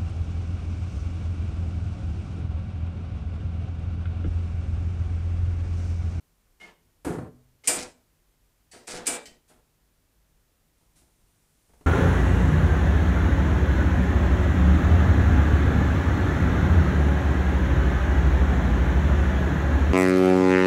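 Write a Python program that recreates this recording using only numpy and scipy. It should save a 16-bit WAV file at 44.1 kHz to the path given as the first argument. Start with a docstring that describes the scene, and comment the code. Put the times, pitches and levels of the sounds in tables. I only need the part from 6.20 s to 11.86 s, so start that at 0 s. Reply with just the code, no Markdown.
"""A small workshop, one microphone near a switched-off planer whose tables are locked by hand.
A catch clinks, the cast table drops onto its frame, and two steel locking levers slide in and snap
home, jolting the hollow frame. Each blow is a short rattle of crowded modes plus a few that ring on.
Then clothes rustle and soft steps cross the wooden floor, over quiet room tone.
The sliding steel sounds closest; the catch reaches the microphone mostly by way of the walls."""
import sys
import numpy as np
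from scipy import signal
from scipy.fft import rfft, irfft
from scipy.io import wavfile
from scipy.ndimage import uniform_filter1d

SR = 44100
rng = np.random.default_rng(int(sys.argv[2]) if len(sys.argv) > 2 else 0)


def persist_wave(psi):
    """Save psi, clipped to +-1, as 16-bit WAV."""
    counts = np.round(np.clip(psi, -1, 1) * 32767).astype(np.int16)
    wavfile.write(sys.argv[1], SR, np.atleast_2d(counts).T)


N = 249606
TIME = np.arange(N) / SR
RING_TIME = TIME[:SR]  # one second for a blow to die away


# levers snapping home: t/s, level/dB, tilt/(dB per octave), jolt to the frame/dB
LOCK_SNAPS = [(1.474, -21.5, 1.06, -30.5), (2.674, -48, 0, -41.5), (2.868, -27, -0.8, -33)]
# the lock's clear modes: f/Hz, level/dB, t60/s
LOCK_MODES = [(1906, -15, 0.15), (2078, -14.5, 0.28), (2330, -5.5, 0.25), (2530, -29.5, 0.65),
              (4970, -5.5, .12), (6000, -9, 0.083), (6980, -4, 0.089), (7580, -3, .11), (8020, 1.5, 0.12),
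              (7970, 2.5, 0.076), (8250, -6.5, 0.087), (8280, -5.5, .13), (8500, -8.5, .12),
              (8650, -1.5, 0.13), (8866, 0.5, 0.1), (9100, -0.5, .13), (9200, -8.5, 0.11), (9510, 1, .13),
              (12100, -11, 0.095)]
# spectrum of its rattle: f/Hz, level/dB
LOCK_SPECTRUM = [(100, -42.5), (500, -28.5), (1500, -33), (2500, -6.5), (3700, -18), (5000, -8.5),
                 (6200, -9.5), (7200, -1.5), (9300, 1.5), (10200, -13), (13500, -19), (15500, -37)]

def lock_snaps(t60=.092, rebound_s=.007, rebound_db=-4):
    """A steel lever hits its stop, rebounds and hits it again more softly."""
    blows = [(s + delay, db + softer, tilt_db, t60) for s, db, tilt_db, _ in LOCK_SNAPS
             for delay, softer in ((0, 0), (rebound_s, rebound_db))]
    return struck(blows, LOCK_MODES, LOCK_SPECTRUM, push_s=.00019, ring_db=-6)


# the table landing: t/s, level/dB, tilt/(dB per octave), rattle t60/s
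TABLE_HITS = [(.847, -37, 0.63, .12), (.866, -28.5, -2, 0.37), (.983, -36, -4, 0.072)]
# the casting's clear modes: f/Hz, level/dB, t60/s
TABLE_MODES = [(76.65, -20, .9), (98, -2.5, 0.18), (127, -12, .8), (134, -2.5, 0.14), (155, -1, .18),
               (177.2, -2, .3), (246.2, -8.5, 0.56), (283, -5.5, 0.11), (304, -1, .14), (326, 1, .16),
               (416, 1, .14), (416, -3.5, .15), (489, -11, 0.11), (760, -6, .16)]
# spectrum of its rattle: f/Hz, level/dB
TABLE_SPECTRUM = [(40, -26), (80, -12), (135, 2), (210, -7.5), (420, 1), (550, -7), (800, -10.5),
                  (1500, -14), (3000, -27.5), (5500, -30.5), (8500, -24), (11000, -27.5), (15000, -44)]

def table_drop():
    """The cast table lands on its frame, beds down and bounces once, ringing low."""
    return struck(TABLE_HITS, TABLE_MODES, TABLE_SPECTRUM, push_s=.0014, ring_db=-3)


# the frame taking up the load: t/s, level/dB, tilt/(dB per octave)
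FRAME_KNOCKS = [(1.57, -37.5, -2.5), (2.53, -50.5, -2), (2.729, -40, -3.5), (2.762, -42, -0.5),
                (2.925, -42.5, 0.1), (3.07, -57, -6), (3.298, -58.5, -2.5)]
# the sheet steel's clear modes: f/Hz, level/dB, t60/s
FRAME_MODES = [(242.5, -8, 0.24), (299, -2, .16), (346, -2, 0.08), (441, 1.5, .14), (492.5, -0.5, 0.2),
               (673.4, 0.5, 0.18), (788, -4.5, 0.15), (1049, -6.5, 0.19)]
# spectrum of its rattle: f/Hz, level/dB
FRAME_SPECTRUM = [(40, -16.5), (100, -13.5), (170, -10), (250, -2.5), (480, -4), (750, -2.5), (1050, -10.5),
                  (1500, -6.5), (2500, -13.5), (3600, -12.5), (8000, -28.5), (15000, -47.5)]

def steel_frame(jolt_t60=.16, knock_t60=.1):
    """The hollow sheet-steel frame answers slowly to every snap, and knocks as the load shifts."""
    jolts = [(s, db, 0, jolt_t60) for s, _, _, db in LOCK_SNAPS]
    knocks = [(s, db, tilt_db, knock_t60) for s, db, tilt_db in FRAME_KNOCKS]
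    return struck(jolts + knocks, FRAME_MODES, FRAME_SPECTRUM, push_s=.043, ring_db=-9)


# strokes of steel on steel: t/s, length/s, level/dB
SLIDES = [(1.438, 0.073, -48.5), (1.578, 0.045, -36.5), (2.667, 0.11, -42), (2.854, 0.012, -35.5)]
# spectrum of the scrape: f/Hz, level/dB
SLIDE_SPECTRUM = [(80, -13.5), (300, -12.5), (700, -14.5), (1300, -2.5), (2300, 4), (3200, -1.5), (5000, 5),
                  (8000, 3), (10500, -4), (12500, -19), (15000, -23.5)]

def sliding_shafts(slips_per_s=2500, grabs_per_s=150, grip_spread_db=1):
    """Close up, the lever shafts stick and slip in their bores: dense clicks, louder where they grab."""
    slips = (rng.random(N) < slips_per_s / SR) * rng.standard_normal(N)
    grip = undb(-grip_spread_db * rng.standard_normal(N)[(TIME * grabs_per_s).astype(int)])
    scrape = unit(colour(slips * grip, SLIDE_SPECTRUM)) * np.sqrt(N)
    return scrape * strokes(SLIDES, attack_s=.012, release_t60=.14)


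# the pull on the free lever: t/s, level/dB, tilt/(dB per octave), rattle t60/s
LEVER_HITS = [(2.513, -52.5, 0, 0.37)]
# the lever's clear modes: f/Hz, level/dB, t60/s
LEVER_MODES = [(762, -8, .3), (1803, -8, .2), (2960, -11, .2), (4538, 0, 0.2), (4210, -14, .15),
               (5927, -2, 0.13), (6600, -4, .15), (7780, 9, 0.06), (8900, -1, 0.35), (9400, -3, 0.22)]
# spectrum of its rattle, and of its handle's: f/Hz, level/dB
LEVER_SPECTRUM = [(100, -55), (300, -18), (1100, -21), (2000, 2.5), (3500, -5.5), (4600, 2), (6500, -4.5),
                  (8000, 0), (9400, -12), (10300, -12), (15000, -20)]

def lever_pull():
    """The free lever rings brightly as it is pulled."""
    return struck(LEVER_HITS, LEVER_MODES, LEVER_SPECTRUM, push_s=.005, ring_db=-1)


# the handle's release: t/s, level/dB, tilt/(dB per octave), rattle t60/s
HANDLE_HITS = [(3.056, -49.5, 0, 0.17)]
# its clear modes: f/Hz, level/dB, t60/s
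HANDLE_MODES = [(1906, -9, 0.25), (3034, -5.5, 0.28), (3106, -5, 0.27), (4930, -15.5, .15), (6158, -5, .13)]

def handle_click():
    """Close to the microphone, the lever's handle clicks as it is let go."""
    return struck(HANDLE_HITS, HANDLE_MODES, LEVER_SPECTRUM, push_s=.0003, ring_db=-7.5)


# clinks of the catch: t/s, level/dB, tilt/(dB per octave), rattle t60/s
CATCH_HITS = [(.399, -57.5, 1, .14), (.410, -50, -2, 0.22), (1.437, -53.5, 0, .1)]
# its clear modes: f/Hz, level/dB, t60/s
CATCH_MODES = [(426, -10, 0.39), (1247, -12, 0.23), (1740, -7, 0.13), (2153, 4.5, 0.097),
               (2087, -12.5, 0.11), (3030, -7.5, 0.088), (2906, -3, .1), (3610, -15, 0.11)]
# spectrum of its rattle: f/Hz, level/dB
CATCH_SPECTRUM = [(100, -21.5), (250, 1), (400, -3), (700, -3), (1300, -5.5), (2200, -5), (3200, -8.5),
                  (5000, -11), (9000, -15.5), (15000, -34.5)]

def catch_clinks():
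    """The catch makes light contact and rings, sounding farther off."""
    return struck(CATCH_HITS, CATCH_MODES, CATCH_SPECTRUM, push_s=.0019, ring_db=2)


# shoes on the boards: t/s, level/dB, t60/s
STEPS = [(4.609, -68.5, 0.22), (4.759, -73.5, 0.054), (4.815, -65, 0.14), (5.493, -64.5, 0.12),
         (5.535, -58.5, 0.071), (5.61, -56.5, 0.06)]
# spectrum of a step before its tilt: f/Hz, level/dB
STEP_SPECTRUM = [(24, -7), (40, -3.5), (150, -3.5), (381, -9), (856, -10), (922, -14), (3910, -29),
                 (9230, -28), (14000, -31)]

def footsteps(push_s=.0008):
    """Soft soles scuff and tap the boards close by."""
    taps = np.zeros(N)
    push = 1 - np.exp(-RING_TIME / push_s)
    for s, db, t60 in STEPS:
        tap = colour(burst(fade(t60) * push), STEP_SPECTRUM, tilt_db=-1.26)
        add(taps, s, unit(tap), db)
    return taps


# a sleeve brushing past: t/s, length/s, level/dB
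SLEEVE_BRUSHES = [(3.275, 0.022, -61), (4.57, .05, -75.5), (4.75, 0.043, -62)]
# spectrum of rubbing cloth: f/Hz, level/dB
CLOTH_SPECTRUM = [(100, 8), (500, -2.5), (1500, -4.5), (5000, -4), (9500, 2.5), (15000, -15.5)]

def clothes(walk_start_s=4.49, walk_build_s=1.3, full_pace_db=-71):
    """Heard dry, sleeves brush in short strokes; the trousers' rustle grows with the walking pace."""
    pace = np.clip((TIME - walk_start_s) / walk_build_s, 0, 1)
    trousers = undb(full_pace_db) * np.sqrt(pace)
    sleeves = strokes(SLEEVE_BRUSHES, attack_s=.015, release_t60=.34)
    return hiss(CLOTH_SPECTRUM) * np.hypot(sleeves, trousers)


# the workshop's decay: f/Hz, t60/s
ROOM_T60 = [(80, 1), (200, 1), (500, 0.93), (2000, 0.69), (6000, .6), (9000, 0.45), (14000, .36)]

def reverberation(build_s=.003, hold_s=.091, duck_db=-14, duck_s=.0079):
    """Room reverberation that holds for a tenth of a second, then ducks abruptly, as by a noise gate."""
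    duck = undb(duck_db * np.clip((RING_TIME - hold_s) / duck_s, 0, 1))
    shape = (1 - np.exp(-RING_TIME / build_s)) * duck
    mid_decay = fade(lookup(ROOM_T60, 1000))
    spectrum = rfft(burst(shape * mid_decay), 2 * SR)
    hz = np.arange(SR + 1) / 2
    centres = np.geomspace(60, 15000, 9)
    tail = 0
    # each octave dies away at its own pace, the treble first
    for centre, share in zip(centres, np.eye(len(centres))):
        band = irfft(spectrum * lookup(np.c_[centres, share], hz))[:SR]
        tail = tail + band * fade(lookup(ROOM_T60, centre)) / mid_decay
    return tail


# spectrum of the quiet workshop: f/Hz, level/dB
ROOM_TONE = [(12, -37), (20, -4), (54, 4), (70, -8.5), (106, -2.5), (122, -17), (153, -4.5), (175, -12.5),
             (306, -14.5), (667, -20.5), (725, -21), (2840, -26.5), (3850, -28), (13900, -28), (15500, -30)]

def room_tone(level_db=-66):
    """A faint, steady rumble and hiss lie behind everything."""
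    return hiss(ROOM_TONE) * undb(level_db)


def struck(hits, modes, spectrum, push_s, ring_db):
    """Each blow builds over push_s and rattles the crowded modes; clear ones ring ring_db above that."""
    track = np.zeros(N)
    push = 1 - np.exp(-RING_TIME / push_s)
    rings = np.array([undb(db) * fade(t60) * np.exp(2j * np.pi * hz * RING_TIME)
                      for hz, db, t60 in modes])
    for s, db, tilt_db, t60 in hits:
        rattle = colour(burst(fade(t60) * push), spectrum, tilt_db)
        add(track, s, unit(rattle), db)
        phases = np.exp(2j * np.pi * rng.random(len(modes)))
        ring = (phases @ rings).imag * push
        add(track, s, unit(ring), db + ring_db)
    return track


def strokes(rows, attack_s, release_t60):
    """Gain of rubbing strokes: each swells, holds to the end of its length and dies away."""
    gain = 0
    for s, length, db in rows:
        swell = np.clip((TIME - s) / attack_s, 0, 1)
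        release = np.exp(-np.log(1000) * np.maximum(TIME - s - length, 0) / release_t60)
        gain = gain + undb(db) * swell * release
    return gain


def burst(envelope, smoothing=9):
    """Noise under an envelope, with its energy spread evenly over frequency."""
    spectrum = rfft(rng.standard_normal(SR) * envelope)
    bins = int(smoothing * SR * np.sum(envelope ** 4) / np.sum(envelope ** 2) ** 2) + 1
    power = uniform_filter1d(np.abs(spectrum) ** 2, bins)
    flat = irfft(spectrum / np.sqrt(power), SR)
    gate = np.minimum(20 * envelope / envelope.max(), 1)
    return unit(flat * gate)


def hiss(spectrum):
    """Steady noise of unit level."""
    return unit(colour(rng.standard_normal(N), spectrum)) * np.sqrt(N)


def colour(x, points, tilt_db=0, size=4096):
    """Causal filter of unit energy with the given spectral shape, tilted by tilt_db per octave."""
    hz = np.arange(size // 2 + 1) * SR / size
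    gain = undb(lookup(points, hz) + tilt_db * np.log2(hz + 20))
    cepstrum = irfft(np.log(gain))
    cepstrum[1:size // 2] *= 2  # folded for minimum phase
    cepstrum[size // 2 + 1:] = 0
    impulse = irfft(np.exp(rfft(cepstrum)))
    return signal.fftconvolve(x, unit(impulse))[:len(x)]


def add(track, s, sound, db):
    """Mix a unit-energy sound in at time s; db is its level if spread over a twentieth of a second."""
    start = int(s * SR)
    part = sound[:N - start]
    track[start:start + len(part)] += undb(db) * np.sqrt(SR / 20) * part


def fade(t60):
    """Decay by 60 dB in t60 seconds."""
    return np.exp(-np.log(1000) * RING_TIME / max(t60, 1 / SR))


def lookup(points, hz):
    """Read (f/Hz, value) points on a log-frequency axis."""
    f, value = np.transpose(points)
    return np.interp(np.log(hz + 1), np.log(f), value)


def unit(x):
    """Scale to an energy of one."""
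    return x / np.sqrt(np.sum(x ** 2))


def undb(db):
    """Decibels to gain."""
    return 10 ** (np.asarray(db) / 20)


def scene():
    """Planer and steps reach the microphone straight and off the walls, over clothes and room tone."""
    # sound, direct over reverberant/dB: the higher, the closer it seems
    sources = [(lock_snaps() + lever_pull(), 1),
               (table_drop() + steel_frame(), 1),
               (sliding_shafts(), 10.5),
               (handle_click(), 8.5),
               (catch_clinks(), -6),
               (footsteps(), 2)]
    direct = sum(x * undb(db) / np.hypot(1, undb(db)) for x, db in sources)
    to_walls = sum(x / np.hypot(1, undb(db)) for x, db in sources)
    reflected = signal.fftconvolve(to_walls, reverberation())[:N]
    return (direct + reflected + clothes() + room_tone())[None]


def record(dry):
    """The mono recorder rounds the loudest peaks and cuts the top."""
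    ceiling, top_hz = .55, 15500
    rounded = ceiling * np.tanh(dry / ceiling)
    lowpass = signal.ellip(10, .2, 70, top_hz, fs=SR, output="sos")
    return signal.sosfilt(lowpass, rounded)


dry = scene()
out = record(dry)
persist_wave(out)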